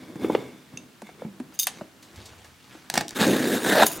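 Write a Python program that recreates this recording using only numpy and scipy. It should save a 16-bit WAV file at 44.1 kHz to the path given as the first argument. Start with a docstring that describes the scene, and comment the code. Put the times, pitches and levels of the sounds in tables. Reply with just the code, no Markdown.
"""A carpet fitter pats a folded carpet down by a door frame, close by in a small, quiet, carpeted room.
At 1.5 s the blade of a utility knife slides out, clicking and ringing in its guide.
From 2 s the tip is set to the backing and pops through a few yarns.
From 3.15 s one long pull rips the weave, the taut strip ringing hollow and rising near the edge.
At 3.86 s the blade rattles back into its handle."""
import sys
import numpy as np
from scipy import signal
from scipy.io import wavfile
from scipy.ndimage import uniform_filter1d

SR = 44100
rng = np.random.default_rng(int(sys.argv[2]) if len(sys.argv) > 2 else 0)


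def store_pcm(level_fs):
    """Save levels as 16-bit WAV."""
    pcm = np.round(np.clip(level_fs, -1, 1) * 32767).astype(np.int16)
    wavfile.write(sys.argv[1], SR, np.atleast_2d(pcm).T)


N = 176400
TIME_S = np.arange(N) / SR


def amp(db):
    """Decibels to gain."""
    return 10 ** (np.asarray(db) / 20)


def unit(x):
    """Scales to rms 1."""
    return x / np.sqrt(np.mean(x ** 2) + 1e-20)


def read(points, hz):
    """Reads a table on a log-frequency axis."""
    f, value = np.transpose(points)
    return np.interp(np.log(hz + 1), np.log(f + 1), value)


def level(table, column=1):
    """Gain over time from one dB column; silent outside the table."""
    rows = np.array(table)
    return amp(np.interp(TIME_S, rows[:, 0], rows[:, column], left=-200, right=-200))


def add(mix, start_s, sound):
    """Adds a sound at its time."""
    part = mix[max(round(start_s * SR), 0):][:len(sound)]
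    part += sound[:len(part)]


def convolve(x, response):
    """Applies an impulse response scaled to energy 1."""
    return signal.oaconvolve(x, response / np.linalg.norm(response))[:N]


def colour(x, spectrum, size=4096):
    """Causal filter of energy 1 with the given spectral shape."""
    log_gain = np.log(amp(read(spectrum, abs(np.fft.fftfreq(size, 1 / SR)))))
    response = np.fft.ifft(np.exp(np.conj(signal.hilbert(log_gain)))).real
    return convolve(x, response[:size // 2])


def lowpass(x, hz):
    """Rolls off the treble."""
    return signal.sosfilt(signal.butter(4, hz, fs=SR, output="sos"), x)


def highpass(x, hz, order):
    """Rolls off the bass."""
    return signal.sosfilt(signal.butter(order, hz, "high", fs=SR, output="sos"), x)


def resonate(x, hz, width_hz):
    """Two resonators in series that follow a pitch curve."""
    turn = np.exp(2j * np.pi * np.cumsum(hz) / SR)
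    pole = np.exp(-np.pi * width_hz / SR)
    for _ in range(2):
        x = 2 * (turn * signal.lfilter([1 - pole], [1, -pole], x / turn)).real
    return x


def sing(x, modes):
    """Parallel resonances, each at its own level."""
    return sum(amp(db) * unit(resonate(x, np.full(N, hz), width_hz)) for hz, width_hz, db in modes)


def steady(x, span_s):
    """Evens out the level over a span and keeps the finer grain."""
    window = signal.windows.hann(int(span_s * SR) + 3)
    power = signal.oaconvolve(x ** 2, window / window.sum(), "same")
    return x / np.sqrt(abs(power) + 1e-6)


def patchy(x, depth_db=2.8, size=256):
    """Shifts the colour at random, as when the contact changes."""
    bands = signal.stft(x, nperseg=size)[2]
    field = uniform_filter1d(rng.standard_normal(bands.shape), size=4, axis=0)
    field = unit(uniform_filter1d(field, size=9, axis=1))
    return unit(signal.istft(bands * amp(depth_db * field), nperseg=size)[1][:N])


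def grains(per_s, spread_db):
    """Random clicks of uneven size."""
    size = amp(spread_db * np.minimum(rng.exponential(1, N), 4))
    return unit(size * rng.choice([-1., 1.], N) * (rng.random(N) < per_s / SR))


def burst(decay_s, size=4096):
    """A dying cluster of tiny cracks."""
    return steady(rng.standard_normal(size), 0.00022) * np.exp(-np.arange(size) / SR / decay_s)


# The pull. Each row: time in seconds, then backing, yarn and hiss levels in dB.
PULL_LEVELS = [(3.147, -50, -47.5, -50), (3.168, -32, -28.5, -32), (3.18, -34, -37.5, -37.5),
               (3.21, -20, -22, -31.5), (3.243, -24, -23, -32), (3.27, -17.5, -28.5, -34),
               (3.37, -23, -31.5, -36), (3.42, -26, -32.5, -37.5), (3.55, -22.5, -30.5, -33),
               (3.607, -34.5, -38, -40), (3.668, -25, -26.5, -29.5), (3.73, -23.5, -24.5, -31),
               (3.755, -28, -26.5, -30.5), (3.80, -26, -21, -30), (3.834, -26, -18, -25.5),
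               (3.847, -24, -31.5, -32.5), (3.87, -40, -39, -47)]
# Flapping backing, cracking yarn, hiss on the blade. Each row: frequency in Hz, relative gain in dB.
BACKING_SPECTRUM = [(50, -46), (90, -11.5), (160, -5.5), (215, 1.5), (290, 0.5), (380, -1.5), (520, -5.5),
                    (700, -16.5), (1500, -48)]
YARN_SPECTRUM = [(250, -41), (550, -6.5), (850, -1), (1250, -4), (1650, -1.5), (2300, -7), (3700, -5.5),
                 (6000, -15.5), (12000, -45.5)]
HISS_SPECTRUM = [(2500, -5), (5000, -1.5), (7000, 2.5), (10000, -1.5), (16000, -6)]
# Blade chatter in the cut. Each row: frequency in Hz, width in Hz, relative level in dB.
CHATTER_MODES = [(1650, 380, -8), (3600, 550, -9)]
# Hollow ring of the taut strip; peak in the blade's hiss. Each row: time in seconds, level in dB,
# frequency in Hz.
STRIP_GLIDE = [(3.677, -34.5, 537), (3.775, -19, 560), (3.812, -16, 610), (3.834, -12, 790),
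               (3.847, -33, 790)]
HISS_GLIDE = [(3.2, -37.5, 6700), (3.38, -46, 6230), (3.55, -56, 7900), (3.68, -46.5, 9300),
              (3.83, -51, 9300)]


def rip(yarns_per_s=330, fibres_per_s=4000, spray_s=0.0021):
    """The blade meets yarns at uneven gaps; each kicks the backing and sheds breaking fibres."""
    pace = np.exp(.6 * unit(uniform_filter1d(rng.standard_normal(N), size=100)))
    yarns_cut = np.floor(np.cumsum(yarns_per_s * pace / pace.mean()) / SR)
    strength = amp(3.0 * np.clip(rng.standard_normal(N), -2, 2))
    kicks = unit(np.diff(yarns_cut, prepend=0) * strength)
    kick_energy = signal.lfilter([1], [1, -np.exp(-1 / (SR * spray_s))], kicks ** 2)
    spray = np.sqrt(unit(kick_energy) + 0.58)
    fibres = unit(spray * grains(fibres_per_s, spread_db=3.0))
    backing = steady(colour(kicks + 0.8 * fibres, BACKING_SPECTRUM), 0.16)
    yarn = steady(colour(0.74 * kicks + fibres, YARN_SPECTRUM) + sing(fibres, CHATTER_MODES), 0.04)
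    friction = 0.83 * fibres + unit(spray * rng.standard_normal(N))
    hiss = steady(colour(friction, HISS_SPECTRUM), 0.081)
    strip = glide(unit(spray * rng.standard_normal(N)), STRIP_GLIDE, width_hz=360, span_s=0.036)
    hiss_peak = glide(fibres, HISS_GLIDE, width_hz=800, span_s=0.055)
    return (backing * level(PULL_LEVELS, 1) + patchy(yarn) * level(PULL_LEVELS, 2)
            + patchy(hiss) * level(PULL_LEVELS, 3) + strip + hiss_peak)


def glide(drive, path, width_hz, span_s):
    """A resonance whose pitch and level move along the cut."""
    times_s, _, hz = np.transpose(path)
    ring = resonate(drive, np.interp(TIME_S, times_s, hz), width_hz)
    return steady(ring, span_s) * level(path)


# Yarns under the tip. Each row: start in seconds, level in dB, decay in seconds, body offset in dB.
YARN_SNAPS = [(2.026, -47, 0.02, -10), (2.159, -47, 0.0091, -17), (2.257, -44, 0.018, -23),
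              (2.445, -50.5, 0.02, 1), (2.9000, -18.5, 0.0022, -5.5), (2.9399, -20.5, 0.0042, -3),
              (2.955, -25, 0.0059, 1), (2.9759, -20, 0.0023, 7), (2.9778, -14, 0.002, 0.5),
              (3.009, -25.5, 0.0042, 8.5), (3.0817, -27, 0.0018, -31), (3.092, -28, 0.0017, -31),
              (3.108, -29.5, 0.0015, -6), (3.207, -28, 0.0018, 8.5)]
# Crack and body of a snap. Each row: frequency in Hz, relative gain in dB.
CRACK_SPECTRUM = [(300, -49), (1500, -16), (3800, 2), (7500, -1), (11000, -9.5), (16000, -13)]
BODY_SPECTRUM = [(60, -22), (180, 4), (350, -2.5), (800, 4), (1250, -9), (1800, 4), (2600, -9.5),
                 (4200, -17), (8000, -63)]


def snaps():
    """Single yarns part with a bright crack and jolt the backing."""
    crack, body = np.zeros((2, N))
    for start_s, db, decay_s, body_db in YARN_SNAPS:
        add(crack, start_s, amp(db) * burst(decay_s))
        add(body, start_s, amp(db + body_db) * burst(decay_s))
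    return colour(crack, CRACK_SPECTRUM) + colour(body, BODY_SPECTRUM)


# Blows on carpet and floor. Each row: start in seconds, level in dB, pitch in Hz, decay in seconds,
# scuff offset in dB, scuff cutoff in Hz.
BLOWS = [(0.157, -32.5, 161.5, 0.0049, -3.5, 8000), (0.737, -34, 143, 0.0076, -11, 1800),
         (1.019, -41.5, 407, 0.0084, 10, 12000), (1.027, -35, 212, 0.016, -27, 1200),
         (0.2454, -11.5, 346, 0.0033, -13, 3360), (0.2985, -11, 288, 0.0028, -3, 1200),
         (.35, -8, 450, 0.0018, -6.5, 4400), (1.091, -43.5, 690, 0.00076, 5.5, 2000),
         (1.22, -29.5, 514, 0.0039, -4.5, 1840), (1.249, -24.5, 188, 0.0048, -15, 3000),
         (1.263, -29.5, 208, 0.023, -27, 1200), (1.4008, -24, 250, 0.012, -10, 9500),
         (1.811, -28.5, 602, 0.0048, 0, 1850), (1.816, -29, 194, 0.0028, -5, 1210),
         (2.750, -39, 307, 0.0054, -4, 3000)]
# Contact scuff. Each row: frequency in Hz, relative gain in dB.
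SCUFF_SPECTRUM = [(60, -38), (250, -1), (750, 4.5), (1100, -3.5), (2200, -9), (3600, -20), (8000, -18),
                  (16000, -24)]


def thumps(rise_s=0.0026, pitch_sag=0.086, crumple_s=0.004):
    """Each blow bounces a damped fold of carpet, with a slap and a short scuff on top."""
    body, scuff = np.zeros((2, N))
    t = TIME_S[:SR // 5]
    for start_s, db, hz, decay_s, scuff_db, cutoff_hz in BLOWS:
        fade = np.exp(-t / decay_s)
        envelope = (1 - np.exp(-(t / rise_s) ** 2)) * fade
        phase = 2 * np.pi * np.cumsum(hz * (1 + pitch_sag * (2 * fade - 1))) / SR
        uneven = unit(uniform_filter1d(rng.standard_normal(len(t)), int(crumple_s * SR) + 1))
        crumple = 0.45 * lowpass(uneven * (1 - fade), hz=200)
        bounce = np.gradient(envelope * (np.cos(phase) + crumple * np.sin(phase)))
        add(body, start_s, amp(db) * bounce / abs(bounce).max())
        contact = 0.87 * burst(decay_s=0.0048)
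        contact[0] += 3.5  # slap
        add(scuff, start_s, amp(db + scuff_db) * lowpass(contact, cutoff_hz))
    return highpass(body + colour(scuff, SCUFF_SPECTRUM), hz=36, order=2)


# Blade sliding in its guide. Each row: start in seconds, length in seconds, level in dB.
BLADE_SLIDES = [(1.538, .025, -51), (1.591, .054, -29.5), (3.858, .03, -27), (3.887, .025, -38),
                (3.915, .022, -33), (3.934, .045, -40)]
# Slider catches. Each row: start in seconds, level in dB, decay in seconds, knock offset in dB,
# cutoff in Hz.
SLIDER_CATCHES = [(.773, -26, 0.0029, -20, 8200), (1.5902, -17, 0.0052, -22, 11100),
                  (1.597, -13, 0.0033, -33, 15400), (1.6017, -14.5, 0.0027, -36, 9600),
                  (1.632, -13, 0.0013, -27, 13100), (1.6697, -17.5, 0.0021, 3, 14900),
                  (1.672, -31, 0.01, 11.5, 8300), (3.8665, -10.5, 0.0023, -6, 15000)]
# Knock of the handle. 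Each row: frequency in Hz, relative gain in dB.
HANDLE_SPECTRUM = [(100, -30), (400, -13), (700, 2), (1200, -1), (3000, 0.5), (7500, -4), (10000, 4),
                   (13000, 2), (16000, -18)]


def knife(attack_s=0.00033, release_s=0.0027, case_hz=2680, case_t60_s=0.03):
    """Friction and catches ring the metal; catches knock the handle, and the first clinks the case."""
    drive, knock, case = np.zeros((3, N))
    for start_s, length_s, db in BLADE_SLIDES:
        attack = np.clip((TIME_S - start_s) / attack_s, 0, 1)
        release = np.clip((start_s + length_s - TIME_S) / release_s, 0, 1)
        drive += amp(db) * attack * release
    drive *= steady(grains(per_s=3000, spread_db=1.5), 0.017)
    for start_s, db, decay_s, knock_db, cutoff_hz in SLIDER_CATCHES:
        add(drive, start_s, amp(db) * lowpass(burst(decay_s), cutoff_hz))
        add(knock, start_s, amp(db + knock_db) * lowpass(burst(decay_s), cutoff_hz))
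    t = TIME_S[:SR // 5]
    clink = amp(-32 - 60 * t / case_t60_s) * np.sin(2 * np.pi * case_hz * t)
    add(case, SLIDER_CATCHES[0][0], clink)
    return colour(knock, HANDLE_SPECTRUM) + case + metal_ring(drive)


# Knife modes. Each row: frequency in Hz, width in Hz, relative dB sliding out, relative dB sliding back.
KNIFE_MODES = [(2900, 250, -7, -14), (3660, 70, 3, -5), (4900, 300, -6, -11), (6420, 230, 6, -12),
               (6930, 240, -7, 1), (8900, 600, -5, -6), (10350, 240, 0, 1), (12200, 350, -1, -1),
               (14600, 330, 6, 0)]
# Free blade. Each row: frequency in Hz, level in dB, T60 in seconds.
BLADE_MODES = [(6500, -23, .35), (9110, -26, .3)]


def metal_ring(drive, retract_from_s=3.0):
    """The knife's modes balance differently going out and back; the free blade rings on."""
    hz, width_hz, out_db, back_db = np.transpose(KNIFE_MODES)[:, :, None]
    t = TIME_S[:SR // 10]
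    modes = width_hz * np.exp(-np.pi * width_hz * t) * np.cos(2 * np.pi * hz * t)
    metal = convolve(drive * (TIME_S < retract_from_s), (amp(out_db) * modes).sum(0))
    metal += convolve(drive * (TIME_S >= retract_from_s), (amp(back_db) * modes).sum(0))
    t = TIME_S[:SR // 2]
    for blade_hz, db, t60_s in BLADE_MODES:
        ring = amp(-60 * t / t60_s) * np.sin(2 * np.pi * blade_hz * t)
        metal += amp(db) * convolve(drive, ring)
    return highpass(metal, hz=3050, order=3)


# Carpet and sleeves moving. Each row: time in seconds, rub level in dB before trim, bristle level in dB.
SHIFT_LEVELS = [(0, -43, -57.5), (.19, -34, -60.5), (.235, -24.5, -43.5), (.28, -29.5, -53.5),
                (.32, -26.5, -45.5), (.39, -32.5, -50.5), (.68, -52.5, -68), (.75, -40.5, -62),
                (.99, -56, -86), (1.07, -51, -52), (1.16, -49.5, -75), (1.21, -39.5, -56.5),
                (1.33, -47, -83), (1.52, -46, -69)]
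SET_LEVELS = [(1.523, -50, -52.5), (1.6, -62, -64), (1.78, -43.5, -49), (1.92, -54.5, -70.5),
              (2.2, -48, -50), (2.27, -64, -51.5), (2.46, -56, -56), (2.55, -66, -61.5), (2.73, -50, -51.5),
              (2.88, -55.5, -57), (2.935, -44, -45.5), (2.984, -30, -25), (3.03, -36, -62),
              (3.14, -53, -47)]
LIFT_LEVELS = [(3.839, -34, -38), (4, -39, -45)]
# Soft rub and its bristly top. Each row: frequency in Hz, relative gain in dB.
RUB_SPECTRUM = [(40, -34), (100, -3.5), (200, 6), (300, 4.5), (450, -4.5), (1100, -16), (2500, -36)]
BRISTLE_SPECTRUM = [(400, 6), (1200, 4.5), (3500, 0.5), (7000, -6), (16000, -19.5)]
# Brushed backing. Each row: frequency in Hz, width in Hz, level in dB re the bristles.
BRUSH_MODES = [(1600, 170, -9), (2180, 220, -3), (3480, 260, -7)]


def handling(rub_trim_db=-5.5):
    """Pile and cloth rub softly, bristles flick, and the brushed backing resonates."""
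    rub = amp(rub_trim_db) * steady(colour(grains(per_s=2500, spread_db=4), RUB_SPECTRUM), 0.16)
    flicks = grains(per_s=2000, spread_db=3.5) + 0.42 * rng.standard_normal(N)
    bristle = patchy(steady(colour(flicks, BRISTLE_SPECTRUM), 0.54))
    moves = sum(rub * level(move, 1) + bristle * level(move, 2)
                for move in (SHIFT_LEVELS, SET_LEVELS, LIFT_LEVELS))
    brush = sing(grains(per_s=4000, spread_db=-0.5), BRUSH_MODES)
    return moves + brush * level(SHIFT_LEVELS, 2)


# Weight on the floor. Each row: time in seconds, level in dB.
LEAN_LEVELS = [(2.14, -51), (2.19, -44), (2.24, -53), (2.55, -57)]
# Floorboards. Each row: frequency in Hz, relative gain in dB.
BOARD_SPECTRUM = [(25, -43), (85, 12), (500, -65)]


def floor_rumble():
    """The floor rumbles as the fitter leans on it."""
    return steady(colour(rng.standard_normal(N), BOARD_SPECTRUM), 0.16) * level(LEAN_LEVELS)


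# Room decay. Each row: frequency in Hz, T60 in seconds.
ROOM_DECAY = [(120, 0.073), (400, 0.39), (1200, 0.24), (8000, 0.22), (16000, 0.03)]


def room(x, size=26460, wall_delay_s=0.004, rise_s=0.0024):
    """A diffuse tail that starts after the first near wall and dies band by band."""
    taps = rng.standard_normal(size) * np.clip((TIME_S[:size] - wall_delay_s) / rise_s, 0, 1)
    hz, t, bands = signal.stft(taps, SR, nperseg=256)
    fade = amp(-60 * t / read(ROOM_DECAY, hz)[:, None])
    return convolve(x, signal.istft(bands * fade, SR, nperseg=256)[1])


# Room tone. Each row: frequency in Hz, relative gain in dB.
AIR_SPECTRUM = [(20, -29), (90, -1.5), (240, -5), (490, -18.5), (1300, -10), (3500, -15.5), (16000, -26.5)]


def room_tone(db=-56.5):
    """Faint, steady noise of the room's air."""
    return amp(db) * colour(rng.standard_normal(N), AIR_SPECTRUM)


def scene(side_db=-9):
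    """All sources sit in the middle; only the room adds a little width."""
    blows, cracks, cut, metal = thumps(), snaps(), rip(), knife()
    moves = handling() + floor_rumble()
    send = (amp(-17.5) * blows + amp(-15.5) * cracks + amp(-21.5) * cut
            + amp(-15.0) * metal + amp(-10.0) * moves)
    air = room_tone()
    mid = blows + cracks + cut + metal + moves + room(send) + air
    side = amp(side_db) * room(send + 1.05 * air)
    return np.array([mid + side, mid - side])


def record(dry, low_cut_hz=65, band_limit_hz=16000):
    """The microphone's bass roll-off and the recorder's band limit."""
    band_limit = signal.firwin(511, band_limit_hz, window=("kaiser", 9), fs=SR)
    return signal.oaconvolve(highpass(dry, low_cut_hz, order=1), band_limit[None], "same")


dry = scene()
out = record(dry)
store_pcm(out)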